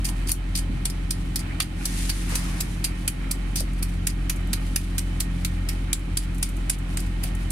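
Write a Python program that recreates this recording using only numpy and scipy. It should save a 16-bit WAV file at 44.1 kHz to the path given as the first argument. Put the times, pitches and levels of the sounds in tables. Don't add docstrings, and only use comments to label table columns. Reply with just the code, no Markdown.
import sys
import numpy as np
from scipy import signal
from scipy.fft import rfft, irfft, next_fast_len
from scipy.io import wavfile
from scipy.ndimage import uniform_filter1d, map_coordinates

SR = 44100
rng = np.random.default_rng(int(sys.argv[2]) if len(sys.argv) > 2 else 0)


def wrap_up_sound(samples):
    columns = np.atleast_2d(samples).T
    tamed = np.clip(columns, -1, 1)
    steps = np.round(tamed * 32767).astype(np.int16)
    wavfile.write(sys.argv[1], SR, steps)


N = 331191
TIME = np.arange(N) / SR

# (f/Hz, density/dB per Hz)
SCALE_COLOUR = [(2500, -49.5), (6000, -4), (7000, -3), (8000, 0.5), (9600, 1), (10400, -1), (11300, -2),
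                (13000, -6), (15500, -16.5)]
EDGE_COLOUR = [(1500, -28.5), (3300, -4.5), (4200, -1), (4800, 1.5), (5500, 0), (6100, -0.5), (7200, -7.5),
               (11000, -27.5)]
FLESH_COLOUR = [(250, -29), (600, -11.5), (1400, -5.5), (2000, 0), (2400, 5), (2900, 2.5), (3400, -2.5),
                (4500, -21), (8000, -44)]
# (half width/Hz, boost/dB)
SCALE_PEAK, EDGE_PEAK = (560, 5.5), (400, 6)
# (t/s, firing rate/Hz)
ENGINE_SPEED = [(0, 43.97), (4, 44.09), (6, 43.87), (7.5, 43.92)]


def amp(db):
    return 10 ** (np.asarray(db) / 20)


def unit(x):
    return x / np.sqrt(np.mean(x ** 2) + 1e-20)


def along(points, hz):
    f, v = np.transpose(points)
    return np.interp(np.log(hz + 1), np.log(f + 1), v)


def curves(rows):
    s, *cols = np.transpose(rows)
    return [np.interp(TIME, s, c) for c in cols]


def wobble(rate):
    points = rng.standard_normal(int(N * rate / SR) + 4)
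    return map_coordinates(points, [TIME * rate])


def filtered(x, response):
    m = next_fast_len(x.shape[-1] + SR // 4)
    spectrum = rfft(x, m) * response(np.fft.rfftfreq(m, 1 / SR))
    return irfft(spectrum, m)[..., :x.shape[-1]]


def coloured(x, spectrum):
    return unit(filtered(x, lambda hz: amp(along(spectrum, hz))))


def impulse(spectrum, peak=(0, 1, 0), size=512):
    f = np.fft.rfftfreq(size, 1 / SR)
    hz, width, db = peak
    resonance_db = db / (1 + ((f - hz) / width) ** 2)
    cepstrum = irfft(np.log(amp(along(spectrum, f) + resonance_db)))
    cepstrum[1:size // 2] *= 2
    cepstrum[size // 2 + 1:] = 0
    click = irfft(np.exp(rfft(cepstrum)))
    return click[None] / np.linalg.norm(click)


def crackle(size, per_s, spread_db, shared):
    happens = rng.random(size) < per_s / SR
    sizes = happens * amp(spread_db * rng.standard_normal(size))
    share = np.clip(shared, 0, 1)
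    common = np.sqrt(share) * rng.standard_normal(size)
    separate = np.sqrt(1 - share) * rng.standard_normal((2, size))
    return unit(sizes * (common + separate))


def add(track, s, sound):
    start = max(round(s * SR), 0)
    track[:, start:start + sound.shape[1]] += sound[:, :N - start]


def drone(firings, waver_db=1.56, lag=0.00014):
    # (t/s, level/dB)
    firing_level = [(0, -25), (1.2, -27), (1.7, -32), (2.05, -25), (2.55, -28), (3.15, -29.5), (3.45, -26),
                    (7.5, -26.5)]
    octave_level = [(0, -38), (1.5, -37.5), (2.8, -43.5), (3.9, -34.5), (5.7, -32), (6.6, -38), (7.5, -35)]
    second_octave_level = [(0, -39), (1.5, -41), (1.9, -36.5), (2.7, -38.5), (3.6, -37), (4.5, -38.5),
                           (5.3, -37), (6.5, -40), (7.5, -39)]
    # (multiple of the firing rate, mean level/dB)
    hull_tones = [(2.17, -43.5), (3.0, -42.5), (3.5, -51), (4.75, -54), (5.0, -50), (6.0, -45.5),
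                  (6.25, -52), (6.5, -51.5), (7.0, -48), (7.25, -56.5), (7.5, -60.5), (7.75, -59),
                  (8.0, -55), (8.25, -63), (9.0, -63), (12.0, -63.5)]
    # (f/Hz, density/dB per Hz)
    rumble_colour = [(15, -36), (30, -7), (60, 0.5), (85, 1.5), (120, -3.5), (170, -4.5), (240, -10),
                     (320, -13.5), (400, -21), (600, -28.5), (1500, -56), (15000, -90)]
    sway_colour = [(30, -22), (100, -0.5), (200, 2), (320, -1.5), (500, -3.5), (1200, -21), (15000, -60)]
    flutter, throb = .28, .18

    heard = firings + np.array([[.5], [-.5]]) * lag * ENGINE_SPEED[0][1]

    def tone(order, phase, slip):
        wander = slip * wobble(6.1)
        return np.sqrt(2) * np.cos(2 * np.pi * (order * heard + phase) + wander)

    hum = amp(curves(firing_level)[0] + .5 * wobble(10)) * tone(1, rng.random(), slip=.03)
    for order, level, slip in ((2, octave_level, .074), (4, second_octave_level, .089)):
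        hum = hum + amp(curves(level)[0] + waver_db * wobble(5)) * tone(order, rng.random(), slip)
    for order, db in hull_tones:
        phase = rng.random() * (1 if order < 5.8 else .65)
        hum = hum + amp(db + waver_db * wobble(5)) * tone(order, phase, slip=0.089)

    rumble = coloured(rng.standard_normal(N), rumble_colour)
    upper = filtered(rumble, lambda hz: np.clip((hz - 180) / 80, 0, 1))
    buzz = flutter * np.cos(np.pi * firings) + throb * np.cos(4 * np.pi * firings)
    rumble = rumble + buzz * upper
    sway = coloured(rng.standard_normal(N), sway_colour)
    return hum + amp(-36.0) * rumble + amp(-47.0) * sway * np.array([[1], [-1]])


def clatter(firings, repeat=0.4, level_db=-46):
    # (f/Hz, density/dB per Hz)
    clatter_colour = [(200, -64), (450, -18), (620, 3), (820, 4.5), (1000, -2), (1320, 2.5), (1600, -2.5),
                      (2300, -4.5), (2750, -9), (3500, -10.5), (5000, -27.5), (8000, -15), (15000, -84)]
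    # (f/Hz, width/Hz, boost/dB)
    casing_panels = [(528, 26, 4), (820, 30, 3.5), (876, 32, 3), (1056, 22, 10), (1849, 30, 13.5),
                     (2156, 40, 7), (2560, 50, 6), (3015, 80, 14), (3165, 50, 9), (3690, 50, 7),
                     (3980, 130, 10)]
    # (f/Hz, level/dB)
    side_lean = [(300, 6), (550, 10.5), (850, 6.5), (1250, -7.5), (2500, -21.0), (5000, -11.5)]
    pitch_drift = .0022

    cycle = crackle(SR // 11, per_s=6000, spread_db=4, shared=0)
    place = (firings / 4 % 1 * cycle.shape[1]).astype(int)
    share = np.clip(repeat, 0, 1)
    rattle = np.sqrt(share) * cycle[:, place] + np.sqrt(1 - share) * rng.standard_normal((2, N))
    rattle = rattle * amp(.8 * wobble(4))

    def casing(f):
        panels_db = sum(db / (1 + (2 * (f - hz) / width) ** 2) for hz, width, db in casing_panels)
        lean_db = along(side_lean, f) * np.array([[.5], [-.5]])
        return amp(along(clatter_colour, f) + panels_db + lean_db)

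    ringing = filtered(rattle, casing)
    clock = np.cumsum(1 + pitch_drift * wobble(9))
    bent = [map_coordinates(channel, [clock], mode='mirror') for channel in ringing]
    return amp(level_db) * unit(np.array(bent))


def lapping(level_db=-52, restless_db=3.5):
    # (f/Hz, density/dB per Hz)
    ripple_colour = [(600, -19), (1300, 3), (1900, -4.5), (2350, 4.5), (2900, -10), (5000, -36),
                     (15000, -60)]
    water = coloured(crackle(N, per_s=2500, spread_db=4, shared=0.06), ripple_colour)
    return amp(level_db + restless_db * wobble(12)) * water * amp([[-1], [1]])


def bubbles(count=2500, centre_hz=1500, cycles=9):
    track, t = np.zeros((2, N)), np.arange(SR // 40) / SR
    starts = rng.random(count) * N / SR
    for s, pitch, size, side in zip(starts, *rng.standard_normal((3, count))):
        turns = centre_hz * np.exp(.45 * pitch) * t
        ring = np.exp(-turns / cycles) * np.sin(2 * np.pi * turns * (1 + 4 * t))
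        add(track, s, amp(1.5 * size + 3.5 * side * np.array([[1], [-1]])) * ring)
    return unit(track)


def wash(bubble_db=-9, wake_spray_db=-4):
    # (start t/s, rise/s, time to fall 60 dB/s, spray level/dB, slosh level/dB)
    passing_waves = [(1.69, 0.32, 2.5, -35.5, -48.5), (2.262, 0.053, 1.6, -36, -36.5),
                     (2.348, 0.16, 1.2, -65, -45)]
    # (t/s, slosh level/dB)
    stirred_water = [(1.6, -51.5), (3, -51)]
    # (f/Hz, density/dB per Hz)
    spray_colour = [(800, -28), (1900, 4), (3200, 2.5), (6000, 2.5), (8200, 2), (9500, 7), (10600, -0.5),
                    (11800, -2.5), (13500, -9), (15500, -22)]
    slosh_colour = [(250, -3), (500, -22), (900, -1), (1500, -2), (2300, -0.5), (3200, -10.5),
                    (6000, -13.5), (12000, -45)]

    wake_db, = curves(stirred_water)
    spray_power, slosh_power = amp(wake_db + wake_spray_db) ** 2, amp(wake_db) ** 2
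    for s, rise, t60, spray_db, slosh_db in passing_waves:
        swell = np.sin(np.pi / 2 * np.clip((TIME - s) / rise, 0, 1)) ** 2
        swell = swell * amp(-60 * np.maximum(TIME - s - rise, 0) / t60)
        spray_power = spray_power + (amp(spray_db) * swell) ** 2
        slosh_power = slosh_power + (amp(slosh_db) * swell) ** 2

    spray = coloured(crackle(N, per_s=16000, spread_db=2.5, shared=.1), spray_colour)
    slosh = coloured(rng.standard_normal((2, N)), slosh_colour) + amp(bubble_db) * bubbles()
    gusts = amp(1.1 * wobble(22) + .6 * wobble(70))
    return np.sqrt(spray_power) * gusts * spray + np.sqrt(slosh_power) * amp(wobble(28)) * slosh


def knocks(order=3):
    # (t/s, f/Hz, time to the swell's peak/s, level/dB)
    hits = [(.06, 800, .03, -47.5), (.686, 205, .01, -27.5), (.738, 160, .012, -33),
            (1.498, 1950, .008, -41.5), (1.602, 3500, .005, -29), (2.31, 450, .014, -42),
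            (2.312, 1150, .012, -43), (3.602, 570, .007, -38.5), (4.49, 200, .018, -34),
            (7.235, 650, .008, -45)]
    track, t = np.zeros((2, N)), np.arange(SR // 4) / SR
    for s, hz, length, db in hits:
        swell = t / length * np.exp(1 - t / length)
        push = crackle(len(t), per_s=SR, spread_db=0, shared=.8) * swell
        body = filtered(push, lambda f: (1 + 1j * (f - hz) / min(hz / 2, 400)) ** -order)
        add(track, s, amp(db) * unit(body) * np.sqrt(2 * length / t[-1]))
    return track


def rustle(level_db=-53, shift_db=-2.5, flicker_db=1.0):
    # (f/Hz, density/dB per Hz)
    patter_colour = [(2000, 8), (4500, 8.5), (6800, -19), (8300, 0.5), (9700, 0), (11500, -9), (13500, -5),
                     (15500, -61)]
    crinkle_colour = [(1000, -30), (2200, 2.5), (4500, -0.5), (6800, -3), (9400, 1.5), (12000, -6),
                      (15500, -18)]
    # (middle t/s, half length/s, level before shift_db/dB)
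    sack_shifts = [(0.022, .04, -51), (.19, .07, -50), (1.19, .04, -50), (1.28, .04, -52),
                   (3.0, .08, -51.5), (3.79, .02, -50), (3.915, 0.033, -47.5), (4.68, .07, -47),
                   (4.82, .04, -43.5), (4.92, .06, -49), (5.098, .06, -51), (5.39, .05, -48),
                   (5.54, .04, -51), (5.735, .02, -43.5), (6.238, 0.017, -42), (6.47, .04, -47),
                   (6.74, 0.012, -35), (6.919, .025, -46.5), (7.053, 0.044, -48), (7.265, 0.028, -42),
                   (7.416, 0.03, -47)]
    patter = coloured(crackle(N, per_s=16000, spread_db=2, shared=.1), patter_colour)
    crinkle = coloured(crackle(N, per_s=7000, spread_db=3, shared=.1), crinkle_colour)
    power = sum(amp(db) ** 2 * np.exp(-((TIME - s) / half) ** 2) for s, half, db in sack_shifts)
    patter = amp(level_db + flicker_db * wobble(25)) * patter
    return patter + amp(shift_db + 1.6 * wobble(90)) * np.sqrt(power) * crinkle


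def ticks(trim_db=-13, fall_t60=0.058):
    # (t/s, level before trim_db/dB)
    landings = [(1.956, -44), (2.294, -33), (3.7339, -45), (3.8914, -43), (4.359, -37), (4.4054, -51),
                (4.4727, -44), (5.9933, -43), (6.346, -40.5), (6.3806, -38.5), (6.4896, -36),
                (6.567, -40.5), (6.787, -39), (7.0026, -32.5), (7.0643, -45), (7.3502, -37)]
    track, t = np.zeros((2, N)), np.arange(SR // 20) / SR
    for s, db in landings:
        snaps = amp(-60 * t / fall_t60) * crackle(len(t), per_s=9000, spread_db=5, shared=.1)
        click = unit(signal.fftconvolve(snaps, impulse(SCALE_COLOUR), axes=1))
        add(track, s, amp(db + trim_db) * click)
    return track


def deck(x, wet_db=-8, build=0.00066, uneven_db=1, count=30):
    # (f/Hz, time to fall 60 dB/s)
    echo_fall = [(300, 0.07), (2000, 0.17), (5000, 0.13), (10000, 0.13), (15000, 0.11)]
    out = np.zeros((2, N))
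    for part in np.array_split(np.arange(N), count):
        hz, t, z = signal.stft(rng.standard_normal((2, SR // 5)), SR, nperseg=256)
        fall = amp(-60 * t / along(echo_fall, hz)[:, None])
        tail = signal.istft(z * fall, SR, nperseg=256)[1]
        size = tail.shape[1]
        tail = tail * (1 - np.exp(-np.arange(size) / SR / build))
        clumps = map_coordinates(rng.standard_normal(128), [np.arange(size) * 500 / SR])
        tail = tail * amp(uneven_db * clumps)
        add(out, part[0] / SR, signal.fftconvolve(x[:, part], tail / np.linalg.norm(tail[0]), axes=1))
    return amp(wet_db) * out


def blade(x):
    # (f/Hz, relative level/dB, time to fall 60 dB/s)
    steel_modes = [(2450, -9, .03), (4720, 0, .03), (9270, -1, .02), (10400, -13, .018)]
    ring_db = -28
    t = np.arange(SR // 8) / SR
    ring = sum(amp(db - 60 * t / t60) * np.cos(2 * np.pi * hz * t) for hz, db, t60 in steel_modes)
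    return amp(ring_db) * signal.fftconvolve(x, ring[None] / np.linalg.norm(ring), axes=1)[:, :N]


def cracks():
    # (t/s, mean click level/dB)
    breaks = [(.3192, -2), (4.761, -7), (5.933, -6), (6.43, -2), (6.7007, -4)]
    track = np.zeros((2, N))
    for s, db in breaks:
        side_db = 2 * rng.standard_normal() * np.array([[1], [-1]])
        add(track, s, amp(db + side_db) * impulse(SCALE_COLOUR))
    return track


def drags(flesh_db=-13, snap_hz=9200, edge_hz=4750):
    # (t/s, length/s, level before a 3 dB cut/dB, edge rasp against the scales/dB)
    edge_slides = [(0.06, 0.045, -31, -12), (0.268, 0.05, -32, -3.5), (0.557, 0.042, -26, -6.5),
                   (1.389, 0.025, -35.5, -4), (1.613, 0.019, -26, -6), (2.36, 0.043, -35, -5),
                   (3.562, 0.021, -28.5, -5), (3.576, 0.032, -31, 0), (4.09, 0.022, -37, 0.5),
                   (4.989, 0.0079, -21, -7), (6.989, 0.019, -36.5, -5)]
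    track, t = np.zeros((2, N)), np.arange(SR // 10) / SR
    scales = impulse(SCALE_COLOUR, (snap_hz, *SCALE_PEAK))
    edge = impulse(EDGE_COLOUR, (edge_hz, *EDGE_PEAK))
    flesh = impulse(FLESH_COLOUR)
    for s, length, db, edge_db in edge_slides:
        jerks = unit(amp(2 * map_coordinates(rng.standard_normal(32), [t * 300])))
        force = np.clip(np.minimum(t, length - t) / 0.0055, 0, 1) * jerks
        for colour, part_db in zip((scales, edge, flesh), (0, edge_db, flesh_db)):
            snaps = force * crackle(len(t), per_s=4500, spread_db=3.5, shared=.1)
            add(track, s, amp(db + part_db - 3) * signal.fftconvolve(snaps, colour, axes=1))
    return track


def strokes(fall_t60=0.04, trim_db=-9.5, bite_shape=0.81):
    # (t/s, bite time/s, scales level/dB, scales f/Hz,
    # edge rasp level/dB, edge f/Hz, flesh level/dB, top treble of the scales/dB)
    knife_strokes = [(0.0427, 0.012, -24.5, 9050, -27.5, 5160, -34, 2),
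                     (0.086, 0.0033, -37, 8650, -36, 6200, -38, -2),
                     (0.291, 0.0015, -26.5, 9700, -37, 4750, -35.5, 10),
                     (0.315, 0.0033, -17, 10000, -28.5, 4480, -37.5, 6),
                     (0.55, 0.0051, -29, 9000, -26.5, 4500, -34.5, 6),
                     (0.8519, 0.0046, -20.5, 9400, -26, 3550, -32.5, -5),
                     (0.898, 0.002, -33.5, 9700, -36, 5200, -49, 1),
                     (1.1054, 0.0044, -22, 9150, -26.5, 4800, -37, 1),
                     (1.357, 0.0029, -23, 9600, -25.5, 4700, -35.5, 3),
                     (1.6, 0.0039, -21, 9200, -22, 4600, -23, 0),
                     (1.852, 0.0054, -22, 10500, -26, 5900, -37, 1),
                     (2.0918, 0.0084, -23, 9200, -24, 4500, -29.5, 3),
                     (2.3506, 0.0061, -20.5, 9500, -25.5, 5900, -31, 0),
                     (2.602, 0.0083, -22.5, 7700, -28.0, 4970, -33, 4),
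                     (2.84, 0.0083, -19.5, 10900, -23, 4770, -29, -4),
                     (3.0756, 0.0038, -18, 10300, -27.5, 4500, -27, -1),
                     (3.3095, 0.0044, -21, 8400, -28, 4950, -36.5, 3),
                     (3.5555, 0.0054, -24.5, 9400, -28.5, 6000, -36.5, 6),
                     (3.601, 0.0041, -27.5, 9100, -34, 5550, -46.5, 0),
                     (3.824, 0.0051, -25.5, 9700, -32.5, 4500, -38.5, 3),
                     (4.069, 0.0021, -18.5, 8550, -24.5, 6150, -28, 3),
                     (4.295, 0.0041, -21.5, 9600, -25.5, 6100, -28.5, 6),
                     (4.53, 0.0034, -22, 9000, -25, 4200, -29.5, 2),
                     (4.759, 0.0024, -17, 10300, -23.5, 5060, -26.5, 4),
                     (4.979, 0.0048, -22, 8300, -29, 3900, -34, 3),
                     (5.201, 0.0052, -20.5, 8000, -25.5, 4300, -32.5, 4),
                     (5.4468, 0.0027, -24.5, 8000, -28, 4000, -30.5, 6),
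                     (5.686, 0.0049, -27.5, 8750, -30.5, 4900, -32, 4),
                     (5.929, 0.0024, -16.5, 7540, -23, 3830, -29, -5),
                     (6.1703, 0.003, -18.5, 10050, -25, 4530, -32, -4),
                     (6.4256, 0.0035, -20, 9500, -25.5, 5200, -29.5, -6),
                     (6.6952, 0.0051, -16, 10500, -24, 5240, -28.5, -9),
                     (6.9704, 0.0019, -27.5, 7850, -35, 4800, -34, -4),
                     (7.232, 0.0073, -27.5, 9500, -35.5, 4650, -35.5, 9),
                     (7.503, 0.0034, -28, 9700, -38, 4400, -42, 2)]
    # (t/s, left minus right level/dB)
    scale_pan = [(0, .3), (2.6, -.3), (3.1, -1.8), (6.2, -2.6), (7.3, -.5)]
    treble_hz = (8950, 12000)
    jerk_db, jerks_per_s = 1.8, 700

    track, t = np.zeros((2, N)), np.arange(SR // 16) / SR
    for s, bite, snap_db, snap_hz, edge_db, edge_hz, flesh_db, treble_db in knife_strokes:
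        lean_db = np.interp(s, *np.transpose(scale_pan)) + .8
        pans = amp([[lean_db / 2], [-lean_db / 2]]), amp([[-.6], [.6]]), amp([[-1.5], [1.5]])

        rise = np.minimum(t / max(bite, .002), 1) ** bite_shape
        jerks = amp(jerk_db * map_coordinates(rng.standard_normal(64), [t * jerks_per_s]))
        force = rise * jerks * amp(-60 * np.maximum(t - bite, 0) / fall_t60)
        snaps = force * crackle(len(t), per_s=16000, spread_db=3, shared=.07)

        bright = [(hz, db + np.interp(hz, treble_hz, [0, treble_db])) for hz, db in SCALE_COLOUR]
        scales = impulse(bright, (snap_hz, *SCALE_PEAK))
        edge = impulse(EDGE_COLOUR, (edge_hz, *EDGE_PEAK))
        flesh = impulse(FLESH_COLOUR)
        for colour, pan, db in zip((scales, edge, flesh), pans, (snap_db, edge_db, flesh_db)):
            sound = unit(signal.fftconvolve(snaps, colour, axes=1))
            add(track, s, pan * amp(db + trim_db) * sound)
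    return track


def scene():
    firings = np.cumsum(curves(ENGINE_SPEED)[0]) / SR
    engine = drone(firings) + clatter(firings)
    water = lapping() + wash()
    scrape = strokes() + drags() + cracks()
    knife = (scrape + blade(scrape) + ticks()) * amp([[-.4], [.4]])
    return engine + water + knocks() + rustle() + deck(knife) + knife


def record(dry, threshold_db=-21.0, slope=0.47, release_db_per_s=18, lag=0.0024):
    top_hz = 15700
    power = np.abs(uniform_filter1d(np.mean(dry ** 2, axis=0), size=128))
    level_db = 10 * np.log10(power + 1e-9)
    ramp = release_db_per_s * TIME
    duck_db = np.maximum.accumulate(slope * np.maximum(level_db - threshold_db, 0) + ramp) - ramp
    keep = np.exp(-1 / (lag * SR))
    duck_db = signal.lfilter([1 - keep], [1, -keep], duck_db)
    return filtered(dry * amp(-duck_db), lambda hz: 1 / np.sqrt(1 + (hz / top_hz) ** 160))


dry = scene()
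out = record(dry)
wrap_up_sound(out)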